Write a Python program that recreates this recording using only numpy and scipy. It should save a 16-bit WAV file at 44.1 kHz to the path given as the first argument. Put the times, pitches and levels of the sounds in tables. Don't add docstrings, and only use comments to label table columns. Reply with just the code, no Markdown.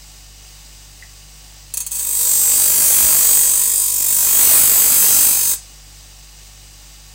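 import sys
import numpy as np
from scipy import signal
from scipy.fft import irfft
from scipy.io import wavfile
from scipy.ndimage import uniform_filter1d, map_coordinates

SR = 44100
rng = np.random.default_rng(int(sys.argv[2]) if len(sys.argv) > 2 else 0)


def master(y):
    cut = np.clip(np.atleast_2d(y).T, -1, 1)
    pcm = np.round(cut * 32767)
    wavfile.write(sys.argv[1], SR, pcm.astype(np.int16))


N = 314874
TIME = np.arange(N) / SR


def amp(db):
    return 10 ** (np.asarray(db) / 20)


def evened(x):
    return x / np.sqrt(np.mean(x ** 2) + 1e-20)


def read(points, hz):
    f, value = np.transpose(points)
    return np.interp(np.log(hz + 1), np.log(f + 1), value)


def colour(x, points):
    hz = abs(np.fft.fftfreq(4096, 1 / SR))
    log_gain = np.log(amp(np.maximum(read(points, hz), -100)))
    spectrum = np.exp(np.conj(signal.hilbert(log_gain)))
    taps = np.fft.ifft(spectrum).real[:2048]
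    return signal.oaconvolve(x, taps / np.linalg.norm(taps))[:len(x)]


def resonate(x, hz, width):
    turn = np.exp(2j * np.pi * np.cumsum(hz * np.ones(len(x))) / SR)
    r = np.exp(-np.pi * width / SR)
    smooth = signal.lfilter([1 - r], [1, -r], x / turn + 1e-18)
    return 2 * (turn * smooth).real


def ring_modes(x, modes):
    t = TIME[:SR // 5]
    body = 0
    for hz, width, db in modes:
        body = body + amp(db) * width * np.exp(-np.pi * width * t) * np.cos(2 * np.pi * hz * t)
    return signal.oaconvolve(x, body / np.linalg.norm(body))[:N]


def drift(rate):
    points = rng.standard_normal(1024)
    return evened(np.interp(TIME * rate, np.arange(len(points)), points))


# f/Hz, t/s
ROOM_FADE = [(200, 0.059), (4000, 0.31), (8000, 0.24), (15000, 0.089)]


def workshop(x):
    length = SR // 2
    echoes = rng.random(length) < 4000 / SR
    taps = rng.standard_normal(length) * echoes * (TIME[:length] > .003)
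    hz, t, z = signal.stft(taps, SR, nperseg=256)
    fade_db = -60 * t / read(ROOM_FADE, hz)[:, None]
    tail = signal.istft(z * amp(fade_db), SR, nperseg=256)[1]
    return signal.oaconvolve(x, tail / np.linalg.norm(tail))[:N]


# f/Hz, relative level/dB per Hz
WHIRR = [(35, -45), (60, -12), (75, -17), (156, -11), (172, -20.5), (783, -23), (1740, -21.5), (4700, -16),
         (7000, -20.5), (9100, -43), (15400, -120)]
# f/Hz, relative level/dB per Hz
HISS = [(3240, -17), (5500, -14.5), (5800, -8), (5930, 2), (6370, 0), (6810, 2), (7920, 6), (10800, -9.5),
        (13900, -5), (15100, -3), (15900, -1)]
# f/Hz, width f/Hz, relative level/dB
HOUSING = [(2910, 110, 14), (4250, 230, -8), (5170, 43, 21), (5630, 35, 25), (5770, 58, -2), (6470, 47, 19),
           (6700, 62, 1)]
# f/Hz, width f/Hz, rms level/dB before a slow sway
BENCH = [(272, 180, -67.5), (744, 41, -65.5), (828, 52, -68), (2130, 150, -68)]


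def bearings(turns):
    once_a_turn = 1 + 0.086 * np.cos(2 * np.pi * turns)
    rolling, shaking, noise = rng.standard_normal((3, N)) * once_a_turn
    whirr = amp(-48.5) * colour(rolling, WHIRR)
    housing = amp(-54.5) * ring_modes(shaking, HOUSING)
    bench = sum(amp(db) * evened(resonate(noise, hz, width)) for hz, width, db in BENCH)
    hiss = amp(-45.5) * colour(noise, HISS)
    return (whirr + housing + bench + hiss) * amp(.5 * drift(11))


HIGH_SPOT_S = 2.153
IDLE_HZ, SAG_HZ, INERTIA_S = 49.26, .57, .8


def shaft(load):
    keep = np.exp(-1 / (INERTIA_S * SR))
    lagging_load = signal.lfilter([1 - keep], [1, -keep], load)
    turns = np.cumsum(IDLE_HZ - SAG_HZ * lagging_load) / SR
    return turns - np.interp(HIGH_SPOT_S, TIME, turns)


# multiple of its speed, rms level/dB before a slight sway
HUM = [(1, -44.5), (2, -61), (3, -56.5), (4, -71), (5, -79.5), (6, -69.5)]
# f/Hz, rms level/dB
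MAINS = [(100, -58), (500, -71.5), (600, -71)]
# centre f/Hz, relative level/dB
WHINE = [(1120, -64.5), (1825, -62.5), (2530, -65), (2632, -61.5), (2896, -58.5), (3165, -71), (3704, -60),
         (3973, -63), (4156, -61), (4775, -53), (4872, -55.5), (5577, -59.5), (6180, -55.5), (6212, -59)]


def motor(turns):
    hum = 0
    for k, db in HUM:
        hum = hum + amp(db + 0.35 * drift(14)) * np.sin(2 * np.pi * (k * turns + rng.random()))
    for hz, db in MAINS:
        hum = hum + amp(db) * np.sin(2 * np.pi * (hz * TIME + rng.random()))
    whine = 0
    for hz, db in WHINE:
        phase = np.cumsum(hz + 4 * drift(60)) / SR
        flutter = 1 + .3 * drift(50)
        whine = whine + amp(db - 4) * flutter * np.sin(2 * np.pi * phase)
    return np.sqrt(2) * (hum + whine)


# middle t/s, level/dB, f/Hz, half-length t/s
THUMPS = [(3.043, -29, 62, 0.025), (4.48, -33, 70, 0.013)]


def thumps():
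    total = 0
    for s, db, hz, length in THUMPS:
        swell = np.exp(-((TIME - s) / length) ** 2)
        total = total + amp(db) * swell * np.sin(2 * np.pi * (hz * TIME + rng.random()))
    return total


KNOCK_S, KNOCK_DB, KNOCK_HZ, KNOCK_WIDTH_HZ = 1.0235, -37.5, 1920, 700


def knock():
    blow = (TIME >= KNOCK_S) * np.exp(-np.maximum(TIME - KNOCK_S, 0) / 0.0085)
    body = resonate(rng.standard_normal(N), KNOCK_HZ, KNOCK_WIDTH_HZ)
    return amp(KNOCK_DB) * blow * evened(resonate(body, KNOCK_HZ, KNOCK_WIDTH_HZ))


# f/Hz, width f/Hz, relative level/dB
BLADE = [(492, 18, -37), (990, 32, -32.5), (2590, 70, -33.5), (3290, 70, -35.5), (3690, 40, -32),
         (4540, 70, -28), (5080, 140, -34)]


def blade_bending(x):
    return sum(amp(db) * evened(resonate(x, hz, width)) for hz, width, db in BLADE)


# t/s, relative level/dB, time in touch t/s
BOUNCES = [(1.739, -17.5, 0.0085), (1.772, -15.5, 0.01), (1.804, -18.5, 0.014), (1.865, -19.5, 0.011),
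           (1.917, -21, 0.0088), (1.955, -20, 0.011), (1.995, -17.5, 0.0065), (2.03, -26, 0.0049),
           (2.069, -20, 0.011)]
# f/Hz, relative level/dB per Hz
BOUNCE_COLOUR = [(180, -77), (300, -25), (854, -27), (992, -16), (2130, -37), (2560, -9), (4070, -52),
                 (4350, 0.5), (5310, -8.5), (6480, 6.5), (10700, 2.5), (11800, -5), (15900, 3.5)]
# f/Hz, width f/Hz, relative level/dB
FREE_BLADE = [(4170, 140, -15), (6410, 45, 7.5), (6800, 54, -17), (8630, 130, 5.5), (9100, 83, -24),
              (10540, 26, 4), (12600, 68, -18), (14500, 40, -7), (14800, 45, 6)]


def bounces():
    scrape = np.zeros(N)
    age = TIME[:SR // 10]
    for s, db, length in BOUNCES:
        touch = np.exp(-(age / length) ** 2)
        bite = .8 * np.exp(-age / .0008)
        trail = .08 * np.exp(-age / .03)
        noise = rng.standard_normal(len(age))
        scrape[round(s * SR):][:len(age)] += amp(db - 1) * (touch + bite + trail) * noise
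    high_ring = amp(-6) * ring_modes(scrape, FREE_BLADE)
    low_ring = amp(-22.5) * ring_modes(scrape, BLADE)
    return colour(scrape, BOUNCE_COLOUR) + high_ring + low_ring


LAND_S, LIFT_S = 1.908, 5.564
LAND_RISE_S, LIFT_FALL_S = 0.0065, 0.026
# t/s, level/dB (0 is full pressure)
PRESSURE = [(1.92, -21), (2.16, -16), (2.54, -8), (3.03, -2.5), (3.38, -7), (3.92, -20), (4.25, -7),
            (4.52, 0.5), (4.68, -3), (5.2, -2.5), (5.47, -12), (5.55, -12)]


def hand():
    landed = np.clip((TIME - LAND_S) / LAND_RISE_S, 0, 1)
    not_lifted = np.clip((LIFT_S - TIME) / LIFT_FALL_S, 0, 1)
    return np.interp(TIME, *np.transpose(PRESSURE)), landed * not_lifted


SEATING_S, TILTING_S, UNSEATED_DB = 0.3, 0.046, -7


def seating():
    landing = np.clip(1 - (TIME - LAND_S) / SEATING_S, 0, 1)
    leaving = np.clip(1 - (LIFT_S - TIME) / TILTING_S, 0, 1)
    return UNSEATED_DB * (np.sqrt(landing) + leaving)


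def wheel_surface(turns, memory, grit_db=0, size=900):
    shape = (360, size)
    grain_db = grit_db * np.minimum(rng.exponential(1, shape), 5)
    fresh = rng.standard_normal(shape) * amp(grain_db)
    keep = np.exp(-1 / memory)
    track = signal.lfilter([1], [1, -2 * keep, keep ** 2], fresh, axis=0).ravel()
    return evened(map_coordinates(track, [(turns - turns[0]) * size], order=5, mode="wrap"))


def wheel_bumps(turns, size=900):
    track = irfft(np.exp(2j * np.pi * rng.random(size + 1)))
    return evened(np.interp(turns, np.arange(len(track)) / len(track), track, period=1))


TICK_DB, TICK_AT_DB, TICK_SPREAD_DB, TICK_TURNS = -10, -16.5, 4.5, .012


def high_spot(turns):
    strength = amp(1.5 * drift(30))
    passing = np.exp(-((turns - np.round(turns)) / TICK_TURNS) ** 2)
    return evened(strength * passing * wheel_surface(turns, memory=2.1))


def shifting_modes(x, patchy_db, size=1024):
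    z = signal.stft(x, nperseg=size)[2].T
    over_time = uniform_filter1d(rng.standard_normal(z.shape), size=36, axis=0)
    field = evened(uniform_filter1d(over_time, size=6, axis=1))
    return evened(signal.istft((z * amp(patchy_db * field)).T, nperseg=size)[1][:N])


RASP_DB, RASP_GROWTH = -29.5, 1.0
SCRAPE_DB, SCRAPE_GROWTH = -30, 0.68
RING_DB, RING_GROWTH = -13.5, 0.35
FIZZ_DB, FIZZ_GROWTH = -11, 0.48
BENDING_DB, BENDING_GROWTH = -16.5, 0.028
SQUEAL_HZ, SQUEAL_HZ_PER_DB, SQUEAL_WANDER_HZ = 8400, 10, 130
RING_SWAY_DB, SWAY_RATE = .5, 7
FIRM_DB, THROB_RANGE_DB = -2, 22.5
CHIP_THROB, CHIP_THROB_LIGHT = .3, 1.0
GRIT_THROB, GRIT_THROB_LIGHT = .08, .32
# each f/Hz, relative level/dB per Hz
RASP = [(25, -10), (70, -2), (130, -2), (218, -2.5), (320, -3), (462, -3), (493, -7), (560, -3),
        (1040, -1.5), (3200, -6.5), (4160, -21.5), (7040, -120)]
SCRAPE = [(1500, -37), (2300, -9), (3000, -9), (4200, 1.5), (5500, 3), (7000, -22.5), (10000, -48)]
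RING = [(2350, -35.5), (4000, -26.5), (4680, -17), (5580, -18), (6410, -8), (7050, -8.5), (7820, -2.5),
        (8780, -3.5), (9410, -12.5), (10000, -6.5), (13000, -28), (22000, -120)]
FIZZ = [(5590, -61), (9500, -20), (10200, 4), (11200, -2.5), (15100, 5), (15900, 0)]


def grinding(turns, pressure_db):
    seating_db = seating()
    lightness = np.clip((FIRM_DB - pressure_db) / THROB_RANGE_DB, 0, 1)
    runout = np.cos(2 * np.pi * turns)

    chatter = CHIP_THROB + CHIP_THROB_LIGHT * np.sqrt(lightness)
    throb = np.exp(chatter * runout) / np.sqrt(np.i0(2 * chatter))
    chips = wheel_surface(turns, memory=0.55, grit_db=2.5) * throb
    tick = high_spot(turns) * np.exp(-((pressure_db - TICK_AT_DB) / TICK_SPREAD_DB) ** 2)

    swing = (GRIT_THROB + GRIT_THROB_LIGHT * lightness) * runout
    fine_grit = wheel_surface(turns, memory=2.5, grit_db=1.5) * np.exp(swing)
    grit = evened(fine_grit + amp(TICK_DB) * tick)

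    squeal_hz = SQUEAL_HZ + SQUEAL_HZ_PER_DB * pressure_db + SQUEAL_WANDER_HZ * drift(SWAY_RATE)
    centre = squeal_hz + 420 * wheel_surface(turns, memory=40, size=9) + 500 * lightness * runout
    squeal = evened(resonate(resonate(grit, centre, 1000), centre, 1000))

    ring_db = RING_DB + RING_GROWTH * pressure_db + seating_db + RING_SWAY_DB * drift(SWAY_RATE)
    ring = amp(ring_db) * shifting_modes(colour(grit, RING) + .5 * squeal, patchy_db=2.34)
    fizz_db = FIZZ_DB + FIZZ_GROWTH * pressure_db + seating_db
    fizz = amp(fizz_db) * shifting_modes(colour(grit, FIZZ), patchy_db=2.5)
    tearing = chips + amp(-10) * tick
    rasp = amp(RASP_DB + RASP_GROWTH * pressure_db) * evened(colour(tearing, RASP))
    scrape_db = SCRAPE_DB + SCRAPE_GROWTH * pressure_db + .5 * seating_db
    scrape = amp(scrape_db) * evened(colour(grit + 1.26 * chips, SCRAPE))

    bending_db = BENDING_DB + BENDING_GROWTH * pressure_db + seating_db
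    bending = amp(bending_db) * blade_bending(wheel_bumps(turns) + amp(-8) * chips)
    return rasp + scrape + ring + fizz + bending


def scene():
    pressure_db, touch = hand()
    turns = shaft(touch * amp(pressure_db))
    machine = bearings(turns) + motor(turns) + thumps()
    knife = knock() + bounces() + touch * grinding(turns, pressure_db)
    mono = machine + amp(0.5) * knife + amp(-6.0) * workshop(knife)
    return np.array([mono, mono])


EDGE_HZ = 15850


def record(dry):
    ceiling = .8
    rounded = dry / (1 + (dry / ceiling) ** 6) ** (1 / 6)
    low_pass = signal.firwin(801, EDGE_HZ, window=("kaiser", 9), fs=SR)
    return signal.oaconvolve(rounded, low_pass[None], "same")


dry = scene()
out = record(dry)
master(out)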